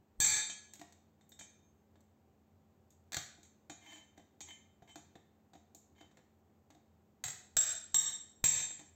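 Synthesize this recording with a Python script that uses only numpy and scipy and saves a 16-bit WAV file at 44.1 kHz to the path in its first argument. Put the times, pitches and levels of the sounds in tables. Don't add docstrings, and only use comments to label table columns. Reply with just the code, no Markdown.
import sys
import numpy as np
from scipy import signal
from scipy.fft import rfft, irfft
from scipy.io import wavfile
from scipy.ndimage import uniform_filter1d

SR = 44100
rng = np.random.default_rng(int(sys.argv[2]) if len(sys.argv) > 2 else 0)


def digitize_waveform(pressure):
    field = np.atleast_2d(pressure).T
    bounded = np.clip(field, -1, 1)
    quanta = np.round(bounded * 32767).astype(np.int16)
    wavfile.write(sys.argv[1], SR, quanta)


N = 394694


def gain_of(db):
    return 10 ** (np.asarray(db) / 20)


def evened(x):
    return x / np.sqrt(np.mean(x ** 2) + 1e-20)


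def read(points, hz):
    f, value = np.transpose(points)
    return np.interp(np.log(hz + 1), np.log(f + 1), value)


def add(mix, start_s, sound):
    part = mix[round(start_s * SR):][:len(sound)]
    part += sound[:len(part)]


def noise(spectrum, size, tilt_db=0):
    hz = np.fft.rfftfreq(size, 1 / SR)
    db = read(spectrum, hz) + tilt_db * np.log2(np.clip(hz, 300, 12000))
    random_phase = np.exp(2j * np.pi * rng.random(len(hz)))
    return evened(irfft(random_phase * gain_of(db), size))


def ring(modes, length=1, tilt_db=0, spread_db=0.5):
    hz, db, t60 = np.transpose(modes)[:, :, None]
    t = np.arange(SR // 2) / SR
    phase, luck = rng.random((2, len(modes), 1))
    tilt = tilt_db * np.log2(np.maximum(hz / 3600, 1))
    db = db + spread_db * (2 * luck - 1) + tilt
    level = gain_of(db) * np.exp(-np.log(1000) * t / (t60 * length))
    sines = level * np.sin(2 * np.pi * (hz * t + phase))
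    soft_start = -np.expm1(-t / 0.0029)
    return sines.sum(0) * soft_start


# (frequency [Hz], density [dB per Hz])
AIR_SPECTRUM = [(20, -47.5), (45, -29.5), (62, -9.5), (86, 2.5), (110, -7), (140, -5.5), (300, -8.5),
                (500, -14), (800, -17.5), (1500, -28), (5500, -40.5), (7000, -35), (9000, -42),
                (15000, -43)]
# (frequency [Hz], level [dB])
HUM_NOTES = [(87, -75), (215, -74.5), (390, -84), (781, -86)]


def background(air_db=-69, waver_hz=5):
    t = np.arange(N) / SR
    out = gain_of(air_db) * noise(AIR_SPECTRUM, N)
    slow = np.fft.rfftfreq(N, 1 / SR) < waver_hz
    for hz, db in HUM_NOTES:
        waver = evened(irfft(rfft(rng.standard_normal(N)) * slow, N))
        out += gain_of(db) * evened(np.sin(2 * np.pi * hz * t + waver))
    return out


# (frequency [Hz], time to fall 60 dB [s])
ROOM_DECAY = [(100, 0.41), (400, 0.45), (1500, 0.57), (4000, 0.53), (7500, 0.48), (14000, 0.31)]


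def workshop(x, build_s=0.00033, clutter_db=-4, wall_s=0.0075, lowest_hz=95):
    hz, t, bands = signal.stft(rng.standard_normal(SR), SR, nperseg=256)
    decay = np.exp(-np.log(1000) * t / read(ROOM_DECAY, hz)[:, None])
    tail = signal.istft(bands * decay, SR, nperseg=256)[1]
    t = np.arange(len(tail)) / SR
    tail *= -np.expm1(-t / build_s) * gain_of(clutter_db * (t < wall_s))
    no_bass = signal.butter(2, lowest_hz, "highpass", fs=SR, output="sos")
    tail = signal.sosfilt(no_bass, tail)
    return signal.fftconvolve(x, tail / np.linalg.norm(tail))[:N]


def stroke(length_s):
    return np.sin(np.pi * np.arange(0, length_s, 1 / SR) / length_s)


def squeak(start_s=1.58, length_s=0.18, hz=6380, peak_db=-76.5):
    out, pressure = np.zeros(N), stroke(length_s)
    note = np.sin(2 * np.pi * hz * np.arange(len(pressure)) / SR)
    add(out, start_s, gain_of(peak_db) * pressure ** 2 * note)
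    return out


# (frequency [Hz], level [dB], time to fall 60 dB [s])
TUBE_MODES = [(861, -18, .15), (2336, -13, .25), (2410, -9, .2), (2560, -17, .2), (3079, -12, .35),
              (3272, -10, .3), (3666, -7, .2), (3738, -13, .25), (3946, -16, .25), (4253, -14, .25),
              (4572, -17, .25), (5070, -20, .25), (5335, -19, .3), (5725, -14, .2), (5852, -11, .3),
              (5970, -14, .2), (6323, -2, .3), (6616, -2, .2), (6822, -2, .25), (6850, -5, .2),
              (7271, 0, .3), (7635, -3, .2), (8145, -10, .25)]
# (frequency [Hz], level [dB], time to fall 60 dB [s])
SQUEAL_MODES = [(3079, 0, .3), (2380, 2, .07), (305, -2, .12)]
# (frequency [Hz], density [dB per Hz])
RASP_SPECTRUM = [(30, -35), (100, -19), (300, 6), (450, -28.5), (750, 8.5), (1200, -43), (1750, 8),
                 (1920, -19.5), (2150, 6), (2450, -6), (2700, -16), (3700, -7), (5200, -26), (7000, -12.5),
                 (10000, -39)]
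# (start time [s], length [s], level of the rubbing force [dB])
DRAG_STROKES = [(3.795, 0.23, -57.5), (4.162, 0.02, -68.5), (4.469, 0.048, -51.5), (4.864, 0.06, -60),
                (5.535, 0.029, -80), (5.944, 0.096, -67)]


def drags(slips_per_s=600, rasp_db=-3, tube_db=-7, squeal_db=-4):
    force, t = np.zeros(N), np.arange(1024) / SR
    for start_s, length_s, db in DRAG_STROKES:
        add(force, start_s, gain_of(db) * stroke(length_s))
    slip_happens = rng.random(N) < slips_per_s / SR
    slips = evened(rng.standard_normal(N) * slip_happens) * force
    rasp = noise(RASP_SPECTRUM, size=1024) * np.exp(-t / .004)
    bodies = (rasp, rasp_db), (ring(TUBE_MODES), tube_db), (ring(SQUEAL_MODES), squeal_db)
    out = np.zeros(N)
    for body, db in bodies:
        out += gain_of(db) * signal.oaconvolve(slips, body / np.linalg.norm(body))[:N]
    return out


# (frequency [Hz], density [dB per Hz])
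CRACK_SPECTRUM = [(25, -29.5), (70, -13), (200, -4), (450, -10.5), (720, 4), (1150, -8.5), (1900, 5),
                  (2800, -7), (3800, 6), (5200, -5.5), (6600, 6), (7900, 4), (8800, -11), (12000, -11),
                  (15000, -16)]


def crack(tilt_db, contact_s, chatter_db=3, rise_s=0.00024):
    t = np.arange(SR // 2) / SR
    wander = evened(uniform_filter1d(rng.standard_normal(len(t)), size=40))
    chatter = evened(gain_of(chatter_db * wander))
    fade = np.exp(-t / max(contact_s, 1 / SR)) * -np.expm1(-t / rise_s)
    return noise(CRACK_SPECTRUM, len(t), tilt_db) * chatter * fade


# (frequency [Hz], level [dB], time to fall 60 dB [s])
CHISEL_MODES = [(3595, -10, .13), (3700, -9, .11), (5610, -17, .13), (7550, -8, .08), (7603, 0, .15),
                (7645, -7, .1), (1750, -19, .05), (6020, -18, .06), (8020, -15, .1), (13800, -29, .08),
                (15300, -24, .04)]
# (frequency [Hz], level [dB], time to fall 60 dB [s])
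KNOCK_MODES = [(140, -7, 0.26), (214.7, -11.5, 0.087), (299.6, 3, 0.1), (352, -5, 0.083),
               (697.6, -1.5, 0.071), (786, -1, 0.069)]


def touch(tilt_db, tube_db, chisel_db, knock_db, contact_s=0.006, held_length=.65, held_tilt_db=-16):
    tube = gain_of(tube_db) * ring(TUBE_MODES, held_length, tilt_db, spread_db=2.5)
    chisel = gain_of(chisel_db) * ring(CHISEL_MODES, held_length, held_tilt_db, spread_db=0)
    knock = gain_of(knock_db) * ring(KNOCK_MODES, spread_db=5)
    return crack(tilt_db, contact_s) + tube + chisel + knock


# (time [s], level [dB], brightness [dB per octave], tube ring [dB],
# chisel ring [dB], hollow knock [dB], second touch compared with the first [dB])
CLINK_EVENTS = [(0.496, -44.5, -5, 4.5, -23, -18, -12), (0.736, -46.5, 2.5, -28, -27, -23, -7),
                (0.795, -52.5, 0, -21, -3, -3, 6), (0.924, -58, 0, -26, -3, -17, -20),
                (1.21, -67, -4, -11, 8.5, -15, -20), (1.292, -60, 19, -32, -25, -15, -15),
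                (1.319, -57.5, -1, -14, 14, -9, -21), (1.391, -48.5, -1, -3.5, 0, -18, 0.5),
                (1.956, -57, -8.5, -25, -9, -12, -15), (2.006, -68.5, 5, -30, -19, -17, -24),
                (2.905, -64, 6.5, -16.5, -6, -27, -9), (3.379, -57.5, -16.5, -31, -42, -3.5, -18),
                (3.431, -60.5, 2, -8, -3, -17, -3), (3.697, -44, -4, -4.5, -10, -3.5, -6.5),
                (4.177, -53.5, -4.5, -24, -4, -4, -2.5), (4.406, -44, -1.5, -4.5, -13, -18, -35),
                (4.822, -51, -11, -18, -29, -6.5, -19), (4.957, -47.5, -3, -9.5, -11, -4.5, -13),
                (5.154, -48.5, -7, -29, -6, -6, -15), (5.534, -55, -4.5, -16.5, -5, -3.5, 0.5),
                (5.748, -52.5, 8.5, -19.5, -16, -7, -19), (6.009, -51.5, -5.5, -28, -14, -6, -6),
                (6.112, -61.5, -5.5, -22, -8, -8, -7), (6.171, -53, -5.5, -28, -17, -21, -9),
                (6.703, -53.5, -4, -24, -31, -10, -15), (6.748, -64, -3, -32, -28, 5.5, -8),
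                (8.706, -48.5, -3, -8, -5, -12, -27), (8.793, -50, -3.5, -10.5, -15, -6, -9)]


def clinks(settle_s=0.019, settle_tilt_db=-3.5):
    out = np.zeros(N)
    for start_s, db, tilt_db, tube_db, chisel_db, knock_db, second_db in CLINK_EVENTS:
        first = touch(tilt_db, tube_db, chisel_db, knock_db)
        second = touch(tilt_db + settle_tilt_db, tube_db, chisel_db, knock_db)
        add(out, start_s, gain_of(db) * first)
        add(out, start_s + settle_s, gain_of(db + second_db) * second)
    return out


# (frequency [Hz], level [dB], time to fall 60 dB [s])
CORE_MODES = [(1690, 0, .27), (2428, -6, .25), (3585, -4, .2), (3664, -6, .25), (4239, -4, .3),
              (4576, -5, .35), (6246, -1, .35), (861, -14, .3), (1735, -9, .15), (2320, -8, .35),
              (6560, -4, .2)]
# (frequency [Hz], level [dB], time to fall 60 dB [s])
BENCH_MODES = [(69.3, -10, 0.087), (94, -2.5, 0.12), (131, -4, 0.18), (153, -5, 0.1), (733, -10.5, 0.19)]


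def skips(start_s=3.121, first_gap_s=.009, gap_growth=1.6, first_db=-39.5, rise_db=4,
          count=4, contact_s=0.004, tilt_db=-1, chisel_db=-5, core_db=-17,
          held_length=0.42, held_tilt_db=-8, bench_db=-12, knock_db=-23):
    out, skip_s = np.zeros(N), start_s
    for k in range(count):
        chisel = gain_of(chisel_db) * ring(CHISEL_MODES, held_length, held_tilt_db)
        sound = crack(tilt_db, contact_s) + chisel + gain_of(core_db) * ring(CORE_MODES, held_length)
        if k == count - 1:
            sound += gain_of(bench_db) * ring(BENCH_MODES) + gain_of(knock_db) * ring(KNOCK_MODES)
        add(out, skip_s, gain_of(first_db + rise_db * k) * sound)
        skip_s += first_gap_s * gap_growth ** k
    return out


BLOW_LENGTH = .24


def rebound(contact_s, tilt_db=-1, chisel_db=-4, ring_tilt_db=6, bench_db=-23.5):
    chisel = gain_of(chisel_db) * ring(CHISEL_MODES, BLOW_LENGTH, ring_tilt_db)
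    return crack(tilt_db, contact_s) + chisel + gain_of(bench_db) * ring(BENCH_MODES)


# (time [s], level [dB], bite through to the tube [0-1],
# crack brightness [dB per octave], chisel ring [dB], core ring [dB], bench thud [dB], shove [dB],
# rebound compared with the blow [dB])
BLOW_EVENTS = [(0.202, -5, 0.8, 5.5, -11.5, -17, -25, -11, -10.5),
               (7.239, -28, 0.03, 0, -7.5, -52, -10.5, -21, -9),
               (7.5677, -13.5, 0, -0.5, 6.5, -34, -28.5, -11.5, -14.5),
               (7.944, -17.5, 0.08, 0.5, 9, -42, -22.5, -12, -25),
               (8.441, -12, 0.94, 0.5, -6, -25, -18, -5, -20)]


def blows(contact_s=0.0032, shove_s=.003, rebound_s=.044, tube_db=-41, bite_tube_db=21,
          bite_length=1.0, ring_tilt_db=7.5):
    out = np.zeros(N)
    u = np.arange(SR // 2) / SR / shove_s
    push = (1 - u) * np.exp(-u)
    for start_s, db, bite, tilt_db, chisel_db, core_db, bench_db, shove_db, rebound_db in BLOW_EVENTS:
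        length = BLOW_LENGTH + bite_length * bite
        chisel = gain_of(chisel_db) * ring(CHISEL_MODES, length, ring_tilt_db)
        tube = gain_of(tube_db + bite_tube_db * bite) * ring(TUBE_MODES, tilt_db=ring_tilt_db)
        core = gain_of(core_db) * ring(CORE_MODES)
        thud = gain_of(bench_db) * ring(BENCH_MODES) + gain_of(shove_db) * push
        add(out, start_s, gain_of(db) * (crack(tilt_db, contact_s) + chisel + tube + core + thud))
        add(out, start_s + rebound_s, gain_of(db + rebound_db) * rebound(contact_s))
    return out


def scene(blow_room_db=0, handling_room_db=-5):
    loud = blows()
    soft = clinks() + skips() + drags() + squeak()
    room = workshop(gain_of(blow_room_db) * loud + gain_of(handling_room_db) * soft)
    return (loud + soft + room + background())[None]


# (frequency [Hz], gain [dB])
MICROPHONE_COLOUR = [(15, -17), (50, -2.5), (8200, -0.5), (8800, -8), (9600, -16.5), (11000, -17),
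                     (12000, 2.5)]


def record(dry, limit_db=-26, squeeze=0.89, recovery_db_per_s=110, edge_hz=15850):
    colour = gain_of(read(MICROPHONE_COLOUR, np.fft.rfftfreq(N, 1 / SR)))
    heard = irfft(rfft(dry[0]) * colour, N)
    power_db = 10 * np.log10(abs(uniform_filter1d(heard ** 2, size=90)) + 1e-12)
    fall = np.arange(N) / SR * recovery_db_per_s
    followed_db = np.maximum.accumulate(power_db + fall) - fall
    over_db = np.maximum(followed_db - limit_db, 0)
    ducked = heard / gain_of(squeeze * uniform_filter1d(over_db, size=60))
    top_cut = signal.firwin(511, edge_hz, window=("kaiser", 9), fs=SR)
    return signal.oaconvolve(ducked, top_cut, "same")[None]


dry = scene()
out = record(dry)
digitize_waveform(out)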